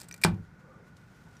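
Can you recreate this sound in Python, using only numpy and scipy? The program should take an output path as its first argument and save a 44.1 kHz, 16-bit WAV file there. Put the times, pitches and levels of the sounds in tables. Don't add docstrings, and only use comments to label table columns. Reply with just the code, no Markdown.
import sys
import numpy as np
from scipy import signal
from scipy.fft import rfft, irfft
from scipy.io import wavfile
from scipy.ndimage import uniform_filter1d

SR = 44100
rng = np.random.default_rng(int(sys.argv[2]) if len(sys.argv) > 2 else 0)


def inscribe(sig):
    pcm = np.round(np.clip(np.atleast_2d(sig).T, -1, 1) * 32767)
    wavfile.write(sys.argv[1], SR, pcm.astype(np.int16))


N = 61739
KNOCK_S = 0.2468

# frequency in Hz, level in dB.
STEEL_COLOUR = [(500, -7.5), (1500, -4.5), (2400, -11.5), (3300, -12), (4200, -2.5), (5000, -4),
                (6600, -5.5), (8000, 0), (10500, -8.5), (12000, -8.5), (13200, -10), (14500, -8),
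                (16000, -17.5)]
# frequency in Hz, level in dB, T60 in seconds.
CUTTER_MODES = [(1904, -8.5, .03), (2368, -1, 0.028), (2528, -11.5, 0.018), (4783, -12, 0.031),
                (5052, -19.5, 0.032), (8590, -16, 0.012), (12150, -24, 0.018)]


def amp(db):
    return 10 ** (np.asarray(db) / 20)


def unit_rms(x):
    return x / np.sqrt(np.mean(x ** 2) + 1e-20)


def curve_at(points, hz):
    point_hz, value = np.transpose(points)
    return np.interp(np.log(hz + 1), np.log(point_hz + 1), value)


def add(mix, start_s, sound):
    part = mix[max(round(start_s * SR), 0):][:len(sound)]
    part += sound[:len(part)]


def noise(colour, size=N):
    hz = np.fft.rfftfreq(size, 1 / SR)
    phases = np.exp(2j * np.pi * rng.random(len(hz)))
    return unit_rms(irfft(amp(curve_at(colour, hz)) * phases, size))


def band(centre_hz, width_hz):
    hz = np.fft.rfftfreq(N, 1 / SR)
    phases = np.exp(2j * np.pi * rng.random(len(hz)))
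    return unit_rms(irfft(phases / (1 + 2 * ((hz - centre_hz) / width_hz) ** 2), N))


def fade(t60, rise_s, size=N):
    t = np.arange(size) / SR
    return np.minimum(t / rise_s, 1) * np.exp(-np.log(1000) * t / t60)


def ping(hz, db, t60, rise_s, size=N):
    t = np.arange(size) / SR
    return amp(db) * fade(t60, rise_s, size) * np.sin(2 * np.pi * hz * t)


def ring(modes, rise_s, size=N):
    return sum(ping(hz, db, t60, rise_s, size) for hz, db, t60 in modes)


def burst(colour, t60, rise_s, size=4096):
    envelope = fade(t60, rise_s, size)
    spectrum = rfft(np.roll(rng.standard_normal(size) * envelope, size // 4))
    spectrum /= np.sqrt(uniform_filter1d(abs(spectrum) ** 2, size=41))
    spectrum *= amp(curve_at(colour, np.fft.rfftfreq(size, 1 / SR)))
    crack = np.roll(irfft(spectrum), -size // 4)
    crack *= np.linalg.norm(envelope) / np.linalg.norm(crack)
    return crack * (np.arange(size) < size // 2)


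def background():
    # frequency in Hz, spectral density in dB.
    bed_colour = [(20, -13), (50, -2), (80, -1.5), (110, 3.5), (170, 4), (280, -7.5), (600, -16),
                  (1200, -16.5), (2100, -19.5), (3000, -32), (6000, -34), (10000, -43), (15000, -46.5)]
    # centre in Hz, width in Hz, level in dB.
    hums = [(171, 19, -65.5), (1460, 79, -66)]
    bed = amp(-55.5) * noise(bed_colour)
    return bed + sum(amp(db) * band(hz, width_hz) for hz, width_hz, db in hums)


def strand_ticks(rise_s=0.00058):
    # start in seconds, level in dB,
    # relative cutter ring in dB, ping pitch in Hz, relative ping level in dB.
    strands = [(.0005, -42, -25, 7400, -7), (.0095, -44.5, -10, 8200, -3), (0.0147, -39, -54, 5040, 0),
               (0.032, -49, -28, 7600, 1), (0.043, -53, -21, 8200, 1), (0.0856, -47.5, -18, 8100, 4.5),
               (.0885, -48, -11.5, 8100, 2), (0.1116, -43, 7, 3887, -3), (0.1251, -49.5, -26, 5920, 17.5),
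               (.141, -39.5, 1.5, 7300, 0), (0.1625, -53, -5.5, 5000, -18.5),
               (0.178, -52.5, -17, 7700, -5.5), (.2150, -44, 0.5, 12100, -0.5),
               (.2202, -41, -0.5, 8300, -5), (0.2293, -49, -23.5, 8200, 0.5)]
    out = np.zeros(N)
    jaws = ring(CUTTER_MODES, rise_s, size=2048)
    for start_s, db, cutter_db, ping_hz, ping_db in strands:
        crack = burst(STEEL_COLOUR, t60=0.022, rise_s=rise_s)[:2048]
        tone = ping(ping_hz, ping_db, t60=0.015, rise_s=rise_s, size=2048)
        add(out, start_s, amp(db) * (crack + tone + amp(cutter_db) * jaws))
    return out


def room(metal, predelay_s=0.0037, reflections_db=-9.5, wash_db=5.5):
    # frequency in Hz, level in dB, T60 in seconds.
    tail_bands = [(60, -9.5, 0.47), (250, 1.5, .32), (400, 5, 0.46), (540, -1.5, 0.35), (961, 2.5, 0.2),
                  (1780, 3, 0.15), (2462, -6, .19), (4500, -9, 0.14), (6500, -14.5, 0.12),
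                  (8700, -13, 0.12), (15000, -28.5, .12)]
    hz, t, spectrum = signal.stft(rng.standard_normal(SR), SR, nperseg=256)
    db = curve_at(np.array(tail_bands)[:, [0, 1]], hz)[:, None]
    t60 = curve_at(np.array(tail_bands)[:, [0, 2]], hz)[:, None]
    decay = np.exp(-np.log(1000) * t / t60)
    equal_energy = np.sqrt(2 * np.log(1000) / (t60 * SR))
    tail = signal.istft(spectrum * amp(db) * decay * equal_energy, SR, nperseg=256)[1]
    out = np.zeros(N)
    add(out, predelay_s, amp(reflections_db) * signal.fftconvolve(metal, tail)[:N])
    add(out, KNOCK_S, amp(wash_db) * tail)
    return out


def cable_snap():
    # start in seconds, level in dB.
    breaks = [(0.2364, -21.5), (.2383, -26.5), (.2392, -15), (0.2399, -21.5)]
    # frequency in Hz, level in dB.
    snap_colour = [(200, -26.5), (1000, -9.5), (1900, 0), (2350, 2), (3000, -5), (4000, 1.5), (4650, 1.5),
                   (5300, 2), (6200, -13), (7200, -5.5), (7900, -5), (8700, 2), (10500, -9), (12300, -8),
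                   (15000, -15.5)]
    out = np.zeros(N)
    for start_s, db in breaks:
        add(out, start_s, amp(db) * burst(snap_colour, t60=0.013, rise_s=0.0001))
    add(out, breaks[0][0], amp(-8.5) * ring(CUTTER_MODES, rise_s=0.0015))
    return out


def latch_knock(clink_s=0.2471, clink_t60=0.0032):
    # frequency in Hz, level in dB.
    clack_colour = [(40, -39.5), (150, -10.5), (400, 3.5), (540, -5), (850, 3), (1500, -1.5), (2200, -12.5),
                    (3800, -8), (5200, -8), (7000, -24.5), (11000, -26), (15000, -32)]
    out = np.zeros(N)
    add(out, KNOCK_S, amp(-12.5) * burst(clack_colour, t60=0.017, rise_s=0.0004))
    grit = amp(-19.5) * noise(STEEL_COLOUR, size=512) * fade(clink_t60, rise_s=0.00032, size=512)
    clink = ping(hz=8310, db=-5.5, t60=clink_t60, rise_s=0.0003, size=512)
    add(out, clink_s, grit + clink)
    return out


def door_boom(settle_s=0.402, settle_t60=0.36):
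    # frequency in Hz, level in dB, T60 in seconds.
    door_modes = [(54, -43.5, .45), (102.1, -30, .52), (129.2, -34.5, 0.14), (169.8, -21.5, 0.54),
                  (187.5, -25.5, 0.28), (220.3, -37.5, 0.38), (338.4, -30, 0.29), (369.7, -22.5, 0.074),
                  (430.6, -34, 0.11), (632, -31, 0.11), (859, -26.5, 0.11), (927, -28.5, 0.055),
                  (1143, -38.5, 0.077), (1537, -24, 0.086)]
    # start in seconds, level in dB, low-pass edge in Hz.
    jolts = [(.2490, 1, 1600), (0.2801, -10, 325), (0.3288, -8.5, 203.8), (0.4102, -18.5, 190),
             (.485, -4.5, 109)]
    # frequency in Hz, spectral density in dB.
    rumble_colour = [(25, -34.5), (36, -5), (55, 3.5), (100, 5), (135, 3), (260, -9), (420, -22),
                     (900, -53.5)]
    out = np.zeros(N)
    hz = np.fft.rfftfreq(2 * N, 1 / SR)
    boom = rfft(ring(door_modes, rise_s=0.0016), 2 * N)
    for start_s, db, edge_hz in jolts:
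        dulling = 1 / (1 + (hz / edge_hz) ** 4)
        delay = np.exp(-2j * np.pi * hz * start_s)
        out += amp(db) * irfft(boom * dulling * delay)[:N]
    rumble = amp(-33) * noise(rumble_colour) * fade(t60=0.7, rise_s=0.0029)
    add(out, jolts[0][0], rumble)
    damped_for_s = np.maximum(np.arange(N) / SR - settle_s, 0)
    return out * np.exp(-np.log(1000) * damped_for_s / settle_t60)


def handling(grain_db=1.5):
    # time in seconds, level in dB.
    slide_levels = [(0, -66), (.045, -55.5), (.07, -68), (.42, -76.5), (.45, -69.5), (.55, -111), (.6, -68),
                    (.65, -83.5), (.7, -76), (.82, -83.5), (.875, -67.5), (.94, -81), (.98, -68),
                    (1.06, -72.5), (1.15, -66.5), (1.27, -67), (1.33, -67), (1.39, -65.5)]
    # frequency in Hz, level in dB.
    slide_colour = [(500, 10), (2000, 5), (4500, 1), (7000, -1), (10000, -7.5), (15000, -11.5)]
    # start in seconds, level in dB, relative ping in dB.
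    taps = [(0.344, -60, -21), (.9672, -54.5, -20), (1.367, -57, 1)]
    # frequency in Hz, level in dB.
    tap_colour = [(500, -13.5), (1500, -6.5), (4200, 2), (5000, -1), (5900, -3), (7000, -1.5), (10000, -8),
                  (15000, -18)]
    # peak time and half length in seconds, pitch and width in Hz, level in dB.
    swells = [(.68, 0.034, 519, 31.7, -57.5), (0.718, 0.042, 1207, 36.6, -61),
              (0.739, .11, 850, 600, -65.5), (0.789, 0.057, 460, 123, -63), (1.28, 0.015, 987, 298, -65)]
    t = np.arange(N) / SR
    flicker = unit_rms(uniform_filter1d(rng.standard_normal(N), 150))
    grain = unit_rms(amp(grain_db * flicker))
    slide_db = np.interp(t, *np.transpose(slide_levels))
    out = amp(slide_db) * grain * noise(slide_colour)
    for start_s, db, ping_db in taps:
        click = burst(tap_colour, t60=0.025, rise_s=0.001)
        tone = ping(hz=5770, db=ping_db, t60=0.05, rise_s=0.001, size=4096)
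        add(out, start_s, amp(db) * (click + tone))
    for peak_s, half_s, hz, width_hz, db in swells:
        envelope = np.exp(-0.5 * ((t - peak_s) / half_s) ** 2)
        out += amp(db) * envelope * band(hz, width_hz)
    return out


def scene():
    metal = strand_ticks() + cable_snap() + latch_knock()
    return (metal + room(metal) + door_boom() + handling() + background())[None]


def record(dry, low_cut_hz=37.4, high_cut_hz=15400):
    low_cut = signal.butter(2, low_cut_hz, "high", fs=SR, output="sos")
    high_cut = signal.firwin(201, high_cut_hz, window=("kaiser", 9), fs=SR)
    return signal.oaconvolve(signal.sosfilt(low_cut, dry), high_cut[None], "same")


dry = scene()
out = record(dry)
inscribe(out)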